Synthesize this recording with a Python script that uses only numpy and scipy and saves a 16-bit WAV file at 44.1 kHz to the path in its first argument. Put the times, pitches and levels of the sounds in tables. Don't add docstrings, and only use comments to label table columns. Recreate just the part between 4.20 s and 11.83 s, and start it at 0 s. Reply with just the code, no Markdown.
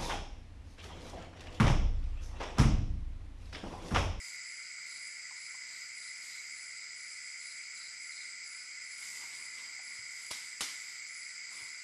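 import sys
import numpy as np
from scipy import signal
from scipy.fft import rfft, irfft, next_fast_len
from scipy.io import wavfile
from scipy.ndimage import map_coordinates

SR = 44100
rng = np.random.default_rng(int(sys.argv[2]) if len(sys.argv) > 2 else 0)


def transcribe(u):
    v = np.clip(np.atleast_2d(u).T, -1, 1)
    q = np.round(v * 32767).astype(np.int16)
    wavfile.write(sys.argv[1], SR, q)


N = 336527
T = np.arange(N) / SR

# centre f/Hz, half width/Hz, level/dB, flutter/dB
FAR_BANDS = [(1435, 120, -65, 1.5), (1740, 17, -69.5, 0.5), (2005, 68, -56.5, 0.9), (2246, 100, -56.5, 0),
             (2410, 150, -66, 2), (4350, 380, -66, 2.5), (4922, 310, -54.5, 0.7), (6070, 380, -60.5, 0.5),
             (7260, 475, -55.5, 1), (7994, 190, -60, 1.5)]
# f/Hz, fall in a stroke/Hz, strokes/s, sounding share (0-1), level/dB, echo/dB
TRILLERS = [(2143, 290, 70.7, .45, -52.5, -1.5), (2087, 250, 80.4, .6, -55.5, -3.5),
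            (4874, 520, 54.7, .5, -57.5, 1), (5010, 450, 60, .5, -62, -3), (7554, 900, 91.5, .45, -60.5, 2),
            (7720, 900, 38, .4, -62, 4)]
# start t/s, number of chirps, spacing/s, relative starting level/dB
CHIRP_BOUTS = [(.654, 1, .3, -57), (1.149, 4, .31, -60), (2.5, 1, .3, -60), (3.2, 3, .353, -55.5)]
# start t/s, length/s
KATYDID_RASPS = [(-.07, 0.13), (.227, .14), (0.648, 0.23), (1.133, 0.15), (1.695, 0.24), (2.277, .19),
                 (2.727, .15), (3.02, .07), (3.17, .14), (3.532, 0.069), (3.778, .15), (4.221, .15),
                 (4.59, 0.24), (5.123, 0.16), (5.6, .15), (5.974, 0.14), (6.372, 0.079), (6.856, .16),
                 (7.28, 0.18)]
# t/s, f/Hz, relative level/dB
GROUND_TAPS = [(1.108, 1030, -57.5), (1.343, 1030, -58.5), (5.036, 1030, -57), (5.59, 860, -54.5),
               (5.79, 105, -65), (7.42, 141, -65)]
# peak t/s, fade/s, level/dB
GRASS_BRUSHES = [(.07, .11, -55), (.68, 0.084, -64), (1.6, .11, -60), (2.07, 0.19, -54.5),
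                 (4.86, 0.23, -50.5), (5.97, 0.4, -57), (6.64, 0.2, -57.5)]
# peak t/s, level/dB
SOFT_STEPS = [(.76, -72), (1.48, -70.5), (5.0, -61.5), (5.18, -64.5), (5.41, -61.5), (5.72, -67.5),
              (7.37, -61)]
# t/s, level/dB, time to fade by 60 dB/s, echo/dB
CLICK_CONTACTS = [(6.106, -37, 0.018, -26), (6.11, -33.5, 0.022, -12), (6.112, -37, 0.057, -14.5),
                  (6.407, -28, 0.073, -11), (6.419, -42, 0.045, -6.5)]
# f/Hz, relative level/dB
HISS_TONE = [(15, -2.5), (60, -0.5), (200, 0), (550, -2.5), (900, 0.5), (1150, 1), (2800, 10), (3500, 4.5),
             (6000, 1), (8900, -26), (10500, -7.5), (12000, -8.5)]
BLADE_TONE = [(2000, -23), (4500, -3), (7000, 6), (10000, -2), (12000, -4.5)]
STEM_TONE = [(600, -29), (1500, 1.5), (3200, 7), (5500, 6), (9000, -17), (12000, -33)]
GROUND_TONE = [(30, -15), (130, -5), (380, -2.5), (580, -8), (1050, 4), (1600, -2), (4000, -13)]
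CLICK_TONE = [(25, -13), (55, -5), (130, -8.5), (250, -1), (420, -1.5), (560, -8), (800, -2.5), (1250, 0.5),
              (1700, -9.5), (3600, 0.5), (5000, -4.5), (8600, -7.5), (10700, -6), (12000, -16.5)]
ECHO_TONE = [(40, -22), (130, -17), (250, -6.5), (560, -15), (1000, -4), (3000, 2), (5500, 4.5),
             (9000, -2.5), (12000, -8.5)]


def amp(db):
    return 10 ** (np.asarray(db) / 20)


def unit(x):
    return x / np.sqrt(np.mean(x ** 2) + 1e-20)


def wobble(rate):
    return map_coordinates(rng.standard_normal(int(N * rate / SR) + 4), [T * rate])


def swell(peak_s, rise_s, fade_s):
    return np.exp(-((T - peak_s) / np.where(T < peak_s, rise_s, fade_s)) ** 2)


def filtered(x, response):
    size = next_fast_len(N + 8192)
    return irfft(rfft(x, size) * response(np.fft.rfftfreq(size, 1 / SR)), size)[:N]


def coloured(x, tone):
    f, db = np.transpose(tone)
    return unit(filtered(x, lambda hz: amp(np.interp(np.log(hz + 1), np.log(f), db))))


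def noise():
    return rng.standard_normal(N)


def band(centre_hz, width_hz):
    return unit(filtered(noise(), lambda hz: np.exp(-.5 * ((hz - centre_hz) / width_hz) ** 2)))


def echo(x, fade_s):
    t = T[:SR]
    tail = rng.standard_normal(SR) * amp(-60 * t / fade_s) * (1 - np.exp(-t / .0041))
    return signal.fftconvolve(x, tail / np.linalg.norm(tail))[:N]


def wing_strokes(pitch_hz, fall_hz, rate, share, unsteady):
    cycle = np.cumsum(rate * (1 + unsteady * wobble(5))) / SR + rng.random()
    progress = np.minimum(cycle % 1 / share, 1)
    hz = pitch_hz * (1 + .012 * wobble(60)) + fall_hz * (.5 - progress)
    loudness = np.sin(np.pi * progress) * amp(1.5 * wobble(40))
    return unit(loudness * np.sin(2 * np.pi * np.cumsum(hz) / SR))


def hiss():
    return amp(-62.5) * coloured(noise(), HISS_TONE)


def far_chorus():
    return sum(amp(db + flutter * wobble(45) + .17 * wobble(6)) * band(hz, width)
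               for hz, width, db, flutter in FAR_BANDS)


def crickets():
    out = np.zeros(N)
    for hz, fall, rate, share, db, echo_db in TRILLERS:
        song = wing_strokes(hz, fall, rate, share, unsteady=.005)
        out += amp(db) * unit(song + amp(echo_db) * echo(song, fade_s=.2))
    return out


def buzzer(first_s=.838, first_gap_s=1, gap_s=1.108):
    times = [first_s, *np.arange(first_s + first_gap_s, T[-1], gap_s)]
    effort = amp(-62) * sum(swell(s, rise_s=.052, fade_s=.052) for s in times)
    song = effort * wing_strokes(pitch_hz=8950, fall_hz=500, rate=230, share=.25, unsteady=.002)
    return song + amp(.5) * echo(song, fade_s=.3)


def chirper(pitch_hz=4204, fall_hz=654, stroke_s=.03, spacing_s=.046):
    chirp_rise_db, stroke_rise_db, sag_hz = 1.1, 1.5, 60
    effort, glide_hz = np.zeros((2, N))
    progress = np.linspace(0, 1, int(stroke_s * SR))
    for s, chirps, gap, db in CHIRP_BOUTS:
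        for chirp in range(chirps):
            for stroke in range(3):
                start = round((s + chirp * gap + stroke * spacing_s) * SR)
                span = slice(start, start + len(progress))
                gain = amp(db + chirp * chirp_rise_db + stroke * stroke_rise_db)
                effort[span] = gain * np.sin(np.pi * progress)
                glide_hz[span] = pitch_hz - chirp * sag_hz + fall_hz * (.5 - progress)
    rough_hz = glide_hz * (1 + .0493 * wobble(900))
    song = effort * np.sin(2 * np.pi * np.cumsum(rough_hz) / SR)
    return amp(-1.5) * song + amp(-.5) * echo(song, fade_s=.3)


def katydid():
    effort = np.zeros(N)
    for s, length in KATYDID_RASPS:
        progress = np.clip((T - s) / length, 0, 1)
        effort += np.sqrt(np.abs(np.sin(np.pi * progress)))
    song = effort * wing_strokes(pitch_hz=9755, fall_hz=680, rate=62, share=.5, unsteady=.08)
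    return amp(-64) * song + amp(-56) * echo(song, fade_s=.88)


def taps(fade_s=.047):
    out = np.zeros(N)
    for s, hz, db in GROUND_TAPS:
        age = np.maximum(T - s, 0)
        loudness = amp(db + 6 - 60 * age / fade_s) * (1 - np.exp(-age / .002))
        out += loudness * band(hz, .18 * hz)
    return out + amp(-6) * echo(out, fade_s=.35)


def grass(swishes_per_s=7000, snaps_per_s=2500):
    brush = sum(amp(db) * swell(s, rise_s=.075, fade_s=fade) for s, fade, db in GRASS_BRUSHES)
    each_step = [amp(db) * swell(s, rise_s=.074, fade_s=.15) for s, db in SOFT_STEPS]
    step = np.linalg.norm(each_step, axis=0)
    blades = noise() * (rng.random(N) < swishes_per_s / SR) * amp(wobble(60))
    snaps = noise() * (rng.random(N) < snaps_per_s / SR) * amp(3.3 * wobble(60))
    stems = snaps + echo(snaps, fade_s=.086)
    ground = amp(wobble(30)) * coloured(noise(), GROUND_TONE)
    swish = (brush + step) * coloured(blades, BLADE_TONE)
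    crackle = np.hypot(amp(-5.5) * brush, amp(3) * step) * coloured(stems, STEM_TONE)
    scuff = np.hypot(amp(-15) * brush, step) * ground
    return swish + crackle + scuff


def clicks(echo_fade_s=.6):
    crack, tail = np.zeros((2, N))
    for s, db, fade_s, echo_db in CLICK_CONTACTS:
        age = np.maximum(T - s, 0)
        crack += amp(db - 60 * age / fade_s) * (1 - np.exp(-age / .00066))
        tail += amp(db + echo_db - 60 * age / echo_fade_s) * (1 - np.exp(-age / .0043))
    return crack * coloured(noise(), CLICK_TONE) + tail * coloured(noise(), ECHO_TONE)


def scene():
    mono = hiss() + crickets() + far_chorus() + katydid() + buzzer() + chirper()
    mono += grass() + taps() + clicks()
    return np.array([mono, mono])


def record(dry, top_hz=12150):
    return np.array([filtered(x, lambda hz: hz < top_hz) for x in dry])


dry = scene()
out = record(dry)
transcribe(out)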